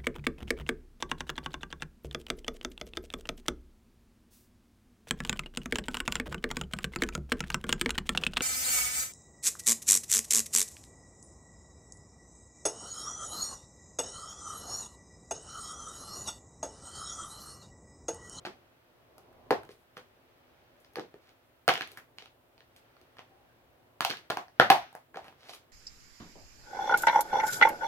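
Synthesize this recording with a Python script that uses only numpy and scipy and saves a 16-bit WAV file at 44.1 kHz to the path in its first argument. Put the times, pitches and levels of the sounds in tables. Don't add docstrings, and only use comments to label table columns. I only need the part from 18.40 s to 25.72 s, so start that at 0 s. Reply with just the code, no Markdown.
import sys
import numpy as np
from scipy import signal
from scipy.fft import rfft, irfft, next_fast_len
from scipy.io import wavfile

SR = 44100
rng = np.random.default_rng(int(sys.argv[2]) if len(sys.argv) > 2 else 0)


def output_pcm(signal):
    pcm = np.clip(np.atleast_2d(signal).T, -1, 1) * 32767
    wavfile.write(sys.argv[1], SR, np.round(pcm).astype(np.int16))


def volts_from_decibels(level):
    exponent = np.asarray(level, float) / 20
    return 10 ** exponent


N = 322795

# t/s, panel peak level/dB, loudest panel f/Hz, cavity level/dB, rim level/dB, crack level/dB
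CASE_CONTACTS = [(0.051, -25.5, 700, -47, -43, -66), (0.058, -38.5, 1090, -61.5, -44, -64),
                 (0.065, -30, 1010, -41, -47.5, -65), (0.071, -31.5, 690, -35.5, -58, -65),
                 (0.781, -43, 791, -71, -68, -57.5), (0.928, -55, 705, -73, -76, -76.5),
                 (1.107, -11, 696, -16.5, -29.5, -42), (1.112, -23, 735, -17, -36, -51),
                 (1.233, -44, 743, -54, -58, -62.5), (1.251, -58.5, 600, -53, -66, -67),
                 (1.291, -39, 732, -42.5, -56, -74), (1.569, -33, 1320, -39, -48.5, -68),
                 (1.577, -40.5, 1190, -47, -53, -60), (1.597, -58, 1370, -52, -64, -72),
                 (2.447, -59, 603, -75, -62, -70), (2.535, -58, 791, -67, -80, -66.5),
                 (2.557, -33, 1190, -47, -41, -51.5), (2.569, -32, 646, -30.5, -58, -66.5),
                 (2.584, -30.5, 624, -29, -62, -68), (2.596, -28.5, 764, -30, -45, -64),
                 (2.741, -43.5, 649, -40.5, -62, -75.5), (2.892, -63, 834, -62, -58, -75.5),
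                 (3.279, -10.5, 722, -21, -26.5, -33.5), (3.288, -11.5, 737, -44, -20.5, -38),
                 (3.293, -5.5, 1220, -44, -26, -38.5), (3.338, -35, 1020, -41, -35.5, -42.5),
                 (3.355, -31, 1800, -43, -34, -57), (3.377, -40, 778, -41, -39, -52.5),
                 (3.409, -23, 1430, -37.5, -35.5, -51.5), (3.42, -49, 716, -53, -37.5, -58),
                 (3.474, -58, 643, -63, -48, -55.5), (3.517, -60, 730, -56, -62, -52.5),
                 (3.573, -35, 1340, -51, -48.5, -52), (3.585, -46, 1010, -63, -67, -62.5),
                 (3.785, -51, 1026, -60, -39.5, -78.5), (3.806, -54, 1560, -71.5, -59.5, -75),
                 (3.823, -49, 794, -52.5, -50, -72), (3.858, -47.5, 1060, -67.5, -55.5, -69),
                 (4.179, -55, 611, -64, -60.5, -80), (4.206, -52, 1560, -64, -56, -83),
                 (4.363, -72, 657, -63.5, -60.5, -62.5), (4.567, -54, 1940, -72, -64, -81.5),
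                 (4.614, -56, 727, -55, -63, -69.5), (4.769, -45, 1080, -63, -62, -75.5),
                 (4.785, -43.5, 1130, -69, -53, -74), (4.792, -35, 1070, -76.5, -49.5, -75),
                 (5.607, -15, 1154, -42, -25.5, -38), (5.649, -16, 780, -55, -26, -34),
                 (5.698, -34, 891, -35, -37, -50.5), (5.703, -32, 1840, -35.5, -31.5, -46),
                 (5.71, -27, 1510, -45, -35, -56.5), (5.737, -32, 1530, -49, -63, -68.5),
                 (5.77, -51, 1990, -57, -49, -58.5), (5.789, -52, 646, -58, -65, -63.5),
                 (5.901, -18.5, 940, -31, -32.5, -42.5), (5.905, -17.5, 649, -35, -35, -48.5),
                 (5.971, -18.5, 906, -34.5, -37, -48.5), (6.082, -45, 780, -64, -65, -78.5),
                 (6.198, 0.5, 732, -20.5, -19.5, -34.5), (6.301, -4, 700, -34, -15.5, -29),
                 (6.304, -10.5, 810, -15, -21.5, -30), (6.528, -45, 742, -62, -69, -61.5),
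                 (6.551, -31, 692, -55.5, -56.5, -53), (6.744, -34.5, 767, -50, -62.5, -70),
                 (6.758, -39, 785, -37, -52, -70), (6.771, -28.5, 675, -41.5, -48.5, -64),
                 (6.844, -45.5, 670, -51, -61, -65), (6.882, -38, 738, -56, -54, -67),
                 (6.926, -49, 802, -65, -74, -81), (7.094, -36.5, 785, -58, -48, -61),
                 (7.135, -42, 1380, -57, -48, -62.5)]
# f/Hz, level/dB, t60/s
CAVITY_MODES = [(148, -10.5, 0.018), (205, -10, .05), (304.3, -1.5, 0.029), (391.7, 9.5, 0.037),
                (494, 6, 0.047), (566, -4.5, 0.021)]
# f/Hz, level/dB, t60/s
PANEL_MODES = [(683, 2, .018), (738, 0.5, 0.032), (794, -1.5, 0.04), (930, -8, 0.018), (1024, 1.5, 0.017),
               (1220, 7, .012), (1380, 8, .012), (1492, 4.5, 0.014), (1673.5, 6, 0.018), (1800, 5, .01),
               (1870, 0.5, 0.018)]
# f/Hz, level/dB, t60/s
RIM_MODES = [(2160, -3, .007), (2480, 0, .007), (2930, 1, .006), (3130, 1, 0.0052), (3735, -1.5, 0.0035),
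             (4296, 1, 0.0078), (4840, -3.5, 0.0036), (5390, -1, 0.0031), (6124, -4.5, .004)]


def contacts():
    ring_len = SR // 12
    out = np.zeros(N + SR)
    t_s = np.arange(ring_len) / SR
    mode_hz = np.array(PANEL_MODES)[:, :1]
    for start_s, panel_db, pitch_hz, cavity_db, rim_db, crack_db in CASE_CONTACTS:
        chance, force = rng.random((2, 300))
        chatter = (chance < 0.03) * (force - 0.3) * volts_from_decibels(-60 * t_s[:300] / 0.013)
        chatter[0] = 1
        octaves_off = np.abs(np.log2(mode_hz / pitch_hz))
        favour_db = -9.0 * np.minimum(octaves_off, 1.2)
        slow_push = np.convolve(chatter, np.hanning(60))
        panels = volts_from_decibels(panel_db) * struck(PANEL_MODES, chatter, 4.4, favour_db)
        cavity = volts_from_decibels(cavity_db) * struck(CAVITY_MODES, slow_push, 6.5)
        rim = volts_from_decibels(rim_db + 14.5) * struck(RIM_MODES, chatter, 2.5)
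        crack = band(rng.standard_normal(ring_len), 4300, 16500) * volts_from_decibels(-60 * t_s / 0.015)
        at = round(start_s * SR)
        out[at:at + ring_len] += panels + cavity + rim + volts_from_decibels(crack_db + 11.5) * crack
    return out[:N]


def struck(modes, contact, spread_db, favour_db=0):
    hz, level_db, t60_s = np.transpose(modes)[:, :, None]
    t_s = np.arange(SR // 12) / SR
    strength, sign = rng.standard_normal((2, len(modes), 1))
    gains = volts_from_decibels(level_db + favour_db + spread_db * strength) * np.sign(sign)
    decaying = gains * volts_from_decibels(-60 * t_s / t60_s) * np.sin(2 * np.pi * hz * t_s)
    ringing = signal.fftconvolve(np.sum(decaying, axis=0), contact)[:len(t_s)]
    return ringing / np.abs(ringing).max()


# t/s, panel level/dB, rim level/dB, hiss level/dB
RUB_CURVES = [
    [(0.05, -42, -58, -71), (0.054, -35, -41, -64), (0.074, -55, -48, -63), (0.082, -53, -73, -87),
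     (0.14, -82, -82, -89)],
    [(1.29, -54, -57, -75), (1.314, -67, -55, -60), (1.378, -80, -86, -73), (1.432, -83, -88, -71),
     (1.45, -89, -94, -95)],
    [(1.56, -67, -74, -80), (1.568, -47.5, -53, -62), (1.596, -54, -67, -75), (1.64, -80, -79, -87)],
    [(2.38, -90, -81, -90), (2.394, -70, -80, -76), (2.402, -79, -85, -64), (2.454, -85, -72, -78),
     (2.49, -77, -76, -88)],
    [(2.8, -73, -91, -89), (2.814, -67, -68, -93), (2.896, -59, -63, -71), (2.914, -65, -80, -81),
     (2.93, -72, -78, -94)],
    [(3.5, -48, -60, -80), (3.518, -62, -51, -54), (3.558, -59, -82, -82), (3.576, -44, -48, -47.5),
     (3.62, -86, -85, -90)],
    [(3.77, -85, -67, -86), (3.786, -59, -55, -72), (3.794, -63, -69, -77), (3.858, -62, -66, -74),
     (3.89, -76, -84, -89)],
    [(4.35, -83.5, -88, -97), (4.368, -60, -56, -55.5), (4.412, -77, -82, -84), (4.42, -68, -75, -87)],
    [(4.75, -76, -78, -88), (4.784, -55, -67, -74.5), (4.794, -39.5, -66, -81), (4.812, -77, -79, -84),
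     (4.84, -68, -82, -93)],
    [(6.74, -55, -76, -84), (6.742, -50, -66, -81), (6.768, -47, -67, -76), (6.816, -52, -64, -83),
     (6.866, -47.5, -58, -63), (6.96, -77, -98, -88)],
    [(6.98, -64, -63, -83), (7.07, -50, -53, -68), (7.098, -51.5, -40, -50), (7.12, -76, -54, -63),
     (7.146, -54, -45.5, -45.5), (7.21, -77, -85, -87), (7.27, -85.5, -89, -90)],
]


def rubbing():
    slips_per_s = np.array([[900.], [2500.], [9000.]])
    bands_hz = [(300, 2200), (2000, 5700), (6500, 13000)]
    sizes = volts_from_decibels(2.7 * rng.exponential(1, (3, N))) * rng.choice([-1, 1], (3, N))
    slips = sizes * (rng.random((3, N)) < slips_per_s / SR)
    parts = [rms_one(band(x, low_hz, high_hz)) for x, (low_hz, high_hz) in zip(slips, bands_hz)]
    levels = sum(volts_from_decibels(in_time(rows, N)) for rows in RUB_CURVES)
    return volts_from_decibels(-7.5) * np.sum(levels * parts, axis=0)


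# f/Hz, width/Hz, level/dB
PORT_PEAKS = [(4274, 2500, -5), (11000, 7500, 10.5)]
# t/s, left level/dB, right level/dB
WALL_ECHOES = [(.0065, -13.5, -15.5), (0.0142, -12, -14), (.0165, -16, -12), (0.022, -17.5, -14.5)]
# f/Hz, width/Hz, level/dB
CAPSULE_PEAKS = [(8150, 4900, -5.5), (13400, 5000, -1)]


def heard(x):
    right_lag_s, low_hz, top_hz = 0.00011, 111.1, 15900
    size = next_fast_len(N + SR // 4)
    hz = np.fft.rfftfreq(size, 1 / SR)
    left = peaks(PORT_PEAKS, hz, 0.61)
    right = peaks(PORT_PEAKS, hz, -0.92) * np.exp(-2j * np.pi * hz * right_lag_s)
    path = np.array([left, right])
    for delay_s, left_db, right_db in WALL_ECHOES:
        delayed = np.exp(-2j * np.pi * hz * delay_s) / (1 + 1j * hz / 2500)
        path = path + volts_from_decibels(np.array([[left_db], [right_db]])) * delayed
    spectrum = rfft(x, size) * path + rfft(room_tail(x), size)
    near = irfft(spectrum * peaks(CAPSULE_PEAKS, hz, 0.88), size)[:, :N]
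    near = signal.sosfilt(signal.butter(3, low_hz, "high", fs=SR, output="sos"), near)
    return signal.sosfilt(signal.butter(8, top_hz, fs=SR, output="sos"), near)


def peaks(table, hz, share):
    out = 1
    for centre_hz, width_hz, level_db in table:
        root = volts_from_decibels(share * level_db / 2)
        off = centre_hz ** 2 - hz ** 2
        out = out * (off + 1j * hz * width_hz * root) / (off + 1j * hz * width_hz / root + 1e-9)
    return out


# f/Hz, t60/s
TAIL_T60 = [(100, .26), (300, 0.19), (750, 0.22), (2000, .24), (5000, 0.23), (13000, .22)]
# f/Hz, level/dB
TAIL_COLOUR = [(100, -5.5), (300, -5.5), (550, -6), (750, -2.5), (1100, -4.5), (1600, -4.5), (3000, -3),
               (6000, -3), (9000, -2), (14000, -4.5)]


def room_tail(x):
    late = np.pad(x, (round(0.0043 * SR), 0))[:N]
    noise = [diffuse(N), diffuse(N)]
    fill = np.exp(-1 / (0.002 * SR))
    tail = 0
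    for k, hz in enumerate(110 * 2 ** np.arange(0, 7.3, 0.4)):
        low_hz, high_hz = hz / 1.15, hz * 1.15
        keep = volts_from_decibels(-120 / at_hz(TAIL_T60, hz) / SR)
        poles = np.convolve([1, -keep], [1, -fill])
        stored = signal.lfilter([(1 - keep) * (1 - fill)], poles, band(late, low_hz, high_hz) ** 2)
        carrier = rms_one(band(noise[k % 2], low_hz, high_hz))
        tail = tail + volts_from_decibels(at_hz(TAIL_COLOUR, hz)) * np.sqrt(np.abs(stored)) * carrier
    return tail


# f/Hz, correlation/1
PORT_LIKENESS = [(60, 0.57), (180, 0.94), (550, 0.45), (1650, -0.15), (4970, -0.25), (15000, -0.12)]


def diffuse(count):
    mid, side = rfft(rng.standard_normal((2, count)))
    alike = np.clip(at_hz(PORT_LIKENESS, np.fft.rfftfreq(count, 1 / SR)), -1, 1)
    shared = np.sqrt((1 + alike) / 2) * mid
    opposed = np.sqrt((1 - alike) / 2) * side * [[1], [-1]]
    return irfft(shared + opposed, count)


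# t/s, rumble level/dB, airy level/dB
HOUSE_LEVELS = [(0.0, -60, -70.5), (0.41, -67.5, -73), (1.2, -56, -72), (1.38, -66.5, -74),
                (2.2, -64.5, -71), (3.3, -68, -75), (3.44, -62, -58), (3.61, -65, -76), (4.1, -67, -75.5),
                (4.5, -65, -71), (5.61, -64.5, -75), (5.85, -64, -68), (6.01, -70, -83), (6.42, -57.5, -53),
                (6.56, -74.5, -71), (6.79, -61.5, -80), (6.95, -65, -71.5), (7.32, -65, -75)]
# f/Hz, level per Hz/dB
HOUSE_SPECTRUM = [(15, -45), (25, -16), (44, -8.5), (119, -3.5), (213, -15), (262, -2.5), (288, -12.5),
                  (347, -3.5), (408, -8.5), (592, -5), (900, -11), (3160, -20.5), (6500, -32), (8450, -65),
                  (14300, -120)]
# f/Hz, level per Hz/dB
HISS_SPECTRUM = [(3820, -37), (6500, -5.5), (9120, -5.5), (15200, 0), (16000, -2.5), (16300, -11)]


def background():
    hum_hz, hum_db, hiss_db = 117, -82, -81
    hz = np.fft.rfftfreq(N, 1 / SR)
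    white = rfft(diffuse(N))
    house = white * volts_from_decibels(at_hz(HOUSE_SPECTRUM, hz))
    low = rms_one(irfft(house * (hz < 1200), N))
    airy = rms_one(irfft(house * (hz >= 1200) * (hz < 6500), N))
    hiss = rms_one(irfft(white * volts_from_decibels(at_hz(HISS_SPECTRUM, hz)) * (hz >= 6500), N))
    rows = [(-1, *HOUSE_LEVELS[0][1:]), *HOUSE_LEVELS, (9, *HOUSE_LEVELS[-1][1:])]
    low_db, airy_db = in_time(rows, N)
    hum = volts_from_decibels(hum_db) * np.sqrt(2) * np.sin(2 * np.pi * hum_hz * np.arange(N) / SR)
    return volts_from_decibels(low_db + 0.5) * low + volts_from_decibels(airy_db + 3.5) * airy + volts_from_decibels(hiss_db + 4) * hiss + hum + drones()


# t/s, f/Hz, level/dB
AIR_DRONES = [
    [(.8, 700, -81), (.9, 700, -83), (1.05, 700, -71)],
    [(4.87, 770, -85), (4.93, 770, -66), (5.05, 760, -69), (5.12, 760, -84)],
    [(5.04, 1560, -86), (5.1, 1560, -69), (5.18, 1560, -83), (5.24, 1560, -86)],
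]


def drones():
    noise = diffuse(N)
    out = 0
    for rows in AIR_DRONES:
        pitch_hz = rows[1][1]
        level_db = in_time(rows, N)[1]
        out = out + volts_from_decibels(level_db) * rms_one(band(noise, 0.94 * pitch_hz, 1.06 * pitch_hz))
    return out


def in_time(rows, count):
    s, *columns = np.transpose(rows)
    t_s = np.arange(count) / SR
    return np.array([np.interp(t_s, s, c, -150, -150) for c in columns])


def at_hz(points, hz):
    points_hz, values = np.transpose(points)
    return np.interp(np.log(np.maximum(hz, 1)), np.log(points_hz), values)


def band(x, low_hz, high_hz):
    edges_hz = [low_hz, min(high_hz, 0.45 * SR)]
    return signal.sosfilt(signal.butter(2, edges_hz, "band", fs=SR, output="sos"), x)


def rms_one(x):
    return x / np.sqrt(np.mean(x ** 2) + 1e-20)


def scene():
    return heard(contacts() + rubbing()) + background()


def top_cut(x):
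    return signal.sosfilt(signal.butter(12, 16810, fs=SR, output="sos"), x)


def record(dry):
    mix = 1.233 * np.tanh(dry / 1.334)
    return top_cut(mix)


dry = scene()
out = record(dry)
output_pcm(out)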